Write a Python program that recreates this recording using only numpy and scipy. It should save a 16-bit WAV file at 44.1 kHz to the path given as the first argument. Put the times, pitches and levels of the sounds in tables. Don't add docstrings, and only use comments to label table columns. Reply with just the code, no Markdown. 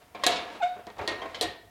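import sys
import numpy as np
from scipy import signal
from scipy.fft import rfft, irfft, next_fast_len
from scipy.io import wavfile
from scipy.ndimage import map_coordinates

SR = 44100
rng = np.random.default_rng(int(sys.argv[2]) if len(sys.argv) > 2 else 0)


def output_pcm(signal):
    pcm = np.clip(np.atleast_2d(signal).T, -1, 1) * 32767
    wavfile.write(sys.argv[1], SR, np.round(pcm).astype(np.int16))


def voltage_ratio(decibels):
    exponent = np.asarray(decibels, float) / 20
    return 10 ** exponent


N = 74970

# f/Hz, level/dB, t60/s
NEAR_STEEL = [(405, 2, 0.047), (423, -5.5, 0.028), (508, -10, 0.15), (683, -6, 0.34), (716, -4, 0.23),
              (1087, -21, 0.63), (1689, -9, 0.35), (2240, -18, 0.36), (2874, -27, 0.28), (3810, -32, 0.32),
              (4015, 5.5, 0.035)]
# f/Hz, level/dB, t60/s
TAPPED_FRAME = [(216, -7.5, 0.19), (700, -21, .15), (1062, 1, 0.07), (2360, -5.5, 0.065), (4220, -19, .04)]


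def unit(x):
    return x / np.sqrt(np.mean(x ** 2) + 1e-20)


def along(points, hz):
    f, v = np.transpose(points)
    return np.interp(np.log(hz + 1), np.log(f + 1), v)


def curves(rows):
    s, *cols = np.transpose(rows)
    return [np.interp(np.arange(N) / SR, s, c) for c in cols]


def wobble(rate):
    return map_coordinates(rng.standard_normal(128), [np.arange(SR // 2) * min(rate, 240) / SR])


def coloured(x, spectrum):
    size = 4096
    log_gain = along(spectrum, np.fft.rfftfreq(size, 1 / SR)) * np.log(10) / 20
    cepstrum = irfft(log_gain, size)
    cepstrum[1:size // 2] *= 2
    cepstrum[size // 2 + 1:] = 0
    h = irfft(np.exp(rfft(cepstrum)), size)
    return signal.fftconvolve(x, h / np.linalg.norm(h))[:len(x)]


def tail(t60s):
    hz, t, z = signal.stft(rng.standard_normal(SR // 2), SR, nperseg=128)
    t60 = np.maximum(along(t60s, hz), .02)[:, None]
    return signal.istft(z * voltage_ratio(-60 * t / t60), SR, nperseg=128)[1][:SR // 2]


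def room(x, wet_db):
    # f/Hz, t60/s
    echo_t60 = [(200, 0.54), (1000, 0.57), (4000, 0.45), (8000, 0.26), (15000, 0.23)]
    h = np.pad(tail(echo_t60), (130, 0))
    return x + voltage_ratio(wet_db) * signal.fftconvolve(x, h / np.linalg.norm(h))[:len(x)]


def knocks(rows, modes, rise_s, length, dull_db, drift, tone_db=0):
    # f/Hz, level/dB
    thump_colour = [(120, -29), (250, -9.5), (450, 1.5), (900, 0), (1400, -9.5), (2500, -11.5),
                    (5000, -36.5)]
    # f/Hz, level/dB
    clack_colour = [(700, -19.5), (1500, -17.5), (2500, -7.5), (4000, 1.5), (5500, -7.5), (9000, -9.5),
                    (13000, -14), (16000, -30)]
    # f/Hz, t60/s
    tube_t60 = [(200, 0.63), (700, 0.26), (2000, 0.53), (4500, 0.13), (8000, 0.13), (15000, 0.056)]
    ring_trim_db, crack_lag_s, crack_t60 = -7.5, .0013, .005
    out, t = np.zeros(N + 2 * SR), np.arange(SR // 2) / SR
    late = np.maximum(t - crack_lag_s, 0)
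    dying = [(hz, t60 * length) for hz, t60 in tube_t60]
    bright = [(hz, db - dull_db * max(np.log2(hz / 5500), 0)) for hz, db in clack_colour]
    for s, ring_db, thump_db, clack_db, *crack_db in rows:
        luck = rng.standard_normal((len(modes), 2))
        ring = 0
        for (hz, db, t60), (level_luck, phase_luck) in zip(modes, luck):
            phase = 2 * np.pi * hz * t + 0.51 * phase_luck + drift * hz / 1000 * wobble(37.0)
            ring = ring + voltage_ratio(db + 3.3 * level_luck - 60 * t / t60) * np.sin(phase)
        crack = (late > 0) * voltage_ratio(-60 * late / crack_t60) * rng.standard_normal(len(t)) * sum(voltage_ratio(crack_db))
        thump = voltage_ratio(thump_db) * coloured(tail(dying), thump_colour)
        clack = voltage_ratio(clack_db) * coloured(tail(dying), bright)
        low = voltage_ratio(ring_db + ring_trim_db + tone_db) * ring + thump
        high = clack * (1 - np.exp(-late / rise_s)) + coloured(crack, bright)
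        blow = low * (1 - np.exp(-t / rise_s)) + high
        out[round(s * SR):][:SR] += room(np.pad(blow, (0, SR // 2)), wet_db=-9.5)
    return out[:N]


def near_socket():
    # t/s, ring/dB, thump/dB, clack/dB, crack/dB
    blows = [
        (.2642, -11.5, -26, -19.5, -6.5),
        (.268, -21.5, -65, -35, -21),
    ]
    return knocks(blows, NEAR_STEEL, rise_s=0.0011, length=0.61, dull_db=1.0, drift=0.19)


def far_socket():
    # t/s, ring/dB, thump/dB, clack/dB, crack/dB
    blows = [(.2355, -13, -34.5, -20.5, -29)]
    # f/Hz, level/dB, t60/s
    modes = [(582, -4.5, 0.06), (1074, 2, 0.045), (1670, -7.5, 0.049), (1887, -8.5, 0.085),
             (3310, -4.5, .05), (3530, -8, .04), (5070, 3, 0.024)]
    return knocks(blows, modes, rise_s=0.0011, length=0.41, dull_db=7, drift=0.18)


def pin():
    # t/s, ring/dB, thump/dB, clack/dB, crack/dB
    blows = [
        (1.4103, -16.5, -34, -27.5, -15),
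        (1.424, -29.5, -34.5, -30.5, -22.5),
    ]
    # f/Hz, level/dB, t60/s
    modes = [(510, 5, 0.014), (314, -10.5, 0.12), (421, -1.5, 0.1), (628, -3.5, 0.15), (712, -4, 0.12),
             (670, -31.5, 2.4), (1785, -15.5, 0.47), (1870, -12, 0.31), (3370, -9.5, 0.14),
             (3810, 0, 0.065), (4150, -1.5, 0.04), (4650, -15, 0.081)]
    return knocks(blows, modes, rise_s=0.0022, length=0.7, dull_db=-0.5, drift=0.38)


def squeak():
    # t/s, tube f/Hz, level/dB, overtones/dB
    course = [(.6, 803, -46, -9), (.617, 820, -27, -30), (.621, 716, -35, -5.5), (.633, 705.6, -21, -9.5),
              (.651, 716, -21, -18.5), (.677, 724, -27.5, -16.5), (.686, 725.6, -41.5, -4.5),
              (.693, 726, -34.5, -17), (.78, 721.6, -46.5, -12.5)]
    # multiple, level/dB
    orders = [(2, -4.5), (3, -5), (4, -17.5), (5, -10), (6, -24.5)]
    # f/Hz, level/dB
    scrape_colour = [(1000, 2), (2500, 5.5), (4000, -5), (7500, -9), (10000, -26), (15000, -43)]
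    slip_over_tube = 1.03
    hz, db, bite_db = curves(course)
    t, start_s, end_s = np.arange(N) / SR, course[0][0], course[-1][0]

    def slow(rate):
        return np.pad(wobble(rate), (round(start_s * SR), N))[:N]

    fade = np.clip((end_s - t) / .02 + 1, 0, 1)
    gain = voltage_ratio(db) * np.sqrt(2) * (t > start_s) * fade
    turn = 2 * np.pi * np.cumsum(hz * (1 + .006 * slow(120))) / SR
    slip = 0
    for k, level_db in orders:
        rough = voltage_ratio(level_db + 4.5 * slow(91.7))
        slip = slip + rough * np.sin(k * slip_over_tube * turn + 1.1 * slow(189))
    scrape = voltage_ratio(-12.5) * coloured(rng.standard_normal(N), scrape_colour)
    tube = room(gain * np.sin(turn), wet_db=-18)
    return tube + room(gain * voltage_ratio(bite_db) * (slip + scrape), wet_db=-10)


def chatter():
    # t/s, ring/dB, thump/dB, clack/dB
    blows = [
        (.297, -37, -45, -35),
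        (.314, -29, -40, -28.5),
        (.355, -45, -60, -31.5),
    ]
    return knocks(blows, NEAR_STEEL, rise_s=0.0044, length=1.0, dull_db=21, drift=0.27)


def pin_settles():
    # t/s, ring/dB, thump/dB, clack/dB
    shifts = [
        (.8685, -32, -68, -70),
        (1.428, -18.5, -59, -57),
        (1.446, -22, -49, -53),
    ]
    # f/Hz, level/dB, t60/s
    modes = [(322.5, -6.5, .11), (699, -1.5, .22), (1875, -9.5, 0.29)]
    return knocks(shifts, modes, rise_s=0.0049, length=0.4, dull_db=13, drift=0.71)


def rail():
    times = [.548, .561, .762, .790, .8675, .9663, .982, .990, 1.012, 1.038, 1.113, 1.255]
    # ring/dB, thump/dB, clack/dB, crack/dB
    levels = [(-47, -43.5, -47, -68), (-50, -57, -50, -60), (-43, -45.5, -69.5, -69),
              (-42, -46.5, -64, -69.5), (-37, -42, -50, -40), (-55, -44, -65, -57), (-37, -48, -45, -43.5),
              (-32.5, -30, -49.5, -70), (-29.5, -33.5, -46, -69), (-34, -40, -59.5, -70),
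              (-31, -34.5, -38, -70), (-38, -38, -48, -70)]
    # f/Hz, level/dB, t60/s
    modes = [(107, -11, 0.11), (216, -8, 0.083), (480, -3, 0.021), (419, -3, 0.16), (600, 1, 0.059),
             (750, -8, .1), (1143, -7, 0.066)]
    rows = [(s, *db) for s, db in zip(times, levels)]
    return knocks(rows, modes, rise_s=0.0017, length=0.37, dull_db=9, drift=0.48, tone_db=4.5)


def collar():
    # t/s, ring/dB, thump/dB, clack/dB, crack/dB
    blows = [(1.0755, -27.5, -30.5, -32, -18.5)]
    # f/Hz, level/dB, t60/s
    modes = [(337, -2, 0.44), (480, -31, 0.06), (640, 2, 0.17), (1025, -8, 0.46), (1857, -3.5, 0.35),
             (2150, -2, 0.2), (4440, 5.5, 0.028)]
    return knocks(blows, modes, rise_s=0.0012, length=0.89, dull_db=11, drift=0.47)


def bolt():
    # t/s, ring/dB, thump/dB, clack/dB, crack/dB
    blows = [(1.217, -27, -35, -47, -43.5)]
    # f/Hz, level/dB, t60/s
    modes = [(208.4, -32, 0.37), (661, -8, 0.54), (1065, 0.5, 0.31), (2170, -15, 0.1), (3220, -1, 0.042)]
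    return knocks(blows, modes, rise_s=0.002, length=0.6, dull_db=13, drift=1.0)


def foot():
    # t/s, ring/dB, thump/dB, clack/dB, crack/dB
    blows = [(1.345, -32.5, -42, -37.5, -42)]
    # f/Hz, level/dB, t60/s
    modes = [(633, -10, 0.24), (1638, -3, 0.069), (2040, 0.5, 0.03), (3080, 0.5, 0.054), (5200, -10, 0.022)]
    return knocks(blows, modes, rise_s=0.0009, length=0.74, dull_db=17, drift=0.57, tone_db=6.5)


def tap():
    # t/s, ring/dB, thump/dB, clack/dB, crack/dB
    blows = [(.147, -28.5, -38, -45, -50)]
    return knocks(blows, TAPPED_FRAME, rise_s=0.0021, length=0.55, dull_db=21, drift=0.99)


def tap_again():
    # t/s, ring/dB, thump/dB, clack/dB, crack/dB
    blows = [
        (.196, -34, -62, -57, -65),
        (0.9, -44, -43.5, -46.5, -38),
        (0.5, -46, -41, -42.5, -72),
    ]
    return knocks(blows, TAPPED_FRAME, rise_s=0.0012, length=0.18, dull_db=22, drift=0.61)


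def rattle():
    # t/s, level/dB
    course = [(0, -49.5), (.06, -62.5), (.14, -62.5), (.3, -33.5), (.45, -43), (.57, -46.5), (.62, -53.5),
              (.8, -56.5), (.95, -59.5), (1.02, -44), (1.15, -45.5), (1.3, -48), (1.5, -50.5), (1.7, -84)]
    # f/Hz, level/dB
    colour = [(88, -76.5), (150, -28.5), (197, -3.5), (427, -9.5), (465, -0.5), (713, -3.5), (3280, -15.5),
              (9000, -32), (11700, -42.5), (19800, -120)]
    ticks_per_s = 1100
    db, = curves(course)
    happens = rng.random(N) < ticks_per_s / SR
    strength = voltage_ratio(4.9 * np.minimum(rng.exponential(size=N), 3))
    ticks = happens * strength * rng.choice([-1, 1], N)
    t = np.arange(SR // 2) / SR
    tube = voltage_ratio(-60 * t / .25) * np.sin(2 * np.pi * 718 * t)
    clatter = unit(room(coloured(ticks, colour), wet_db=7.5))
    return voltage_ratio(db) * (clatter + 0.49 * unit(signal.fftconvolve(ticks, tube)[:N]))


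def sway():
    # t/s, level/dB
    course = [(0.0, -66), (0.202, -62), (0.288, -54), (0.368, -54), (0.402, -50), (0.454, -68),
              (0.96, -57.5), (1.008, -38), (1.064, -50), (1.108, -51), (1.4, -53.5), (1.472, -42),
              (1.562, -61.5), (1.7, -57.5)]
    # f/Hz, level/dB
    colour = [(12, -24), (30, 9), (50, 6), (97, 8.5), (140, -0.5), (180, -6), (230, -59), (400, -120)]
    db, = curves(course)
    return voltage_ratio(db - 6.0) * unit(coloured(rng.standard_normal(N), colour))


def hush():
    # f/Hz, level/dB
    colour = [(18, -7), (30, -3.5), (1630, -18.5), (3220, -25), (3490, -22.5), (3980, -28), (4420, -25),
              (12300, -27.5), (16000, -28)]
    return voltage_ratio(-61.5) * unit(coloured(rng.standard_normal(N), colour))


def scene():
    hits = far_socket() + near_socket() + pin() + foot() + collar() + tap() + bolt()
    hits = hits + chatter() + rail() + tap_again() + pin_settles()
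    background = hush()
    return (hits + squeak() + rattle() + sway() + background)[None]


def roll_off(x):
    return signal.sosfilt(signal.butter(12, 16300, fs=SR, output="sos"), x)


def record(dry):
    top_hz, bottom_hz = 16620, 36
    m = next_fast_len(N + SR // 2)
    hz = np.fft.rfftfreq(m, 1 / SR)
    gain = (hz < top_hz) / (1 + (bottom_hz / (hz + 1)) ** 4)
    mix = irfft(rfft(dry, m) * gain, m)[:, :N]
    return roll_off(mix)


dry = scene()
out = record(dry)
output_pcm(out)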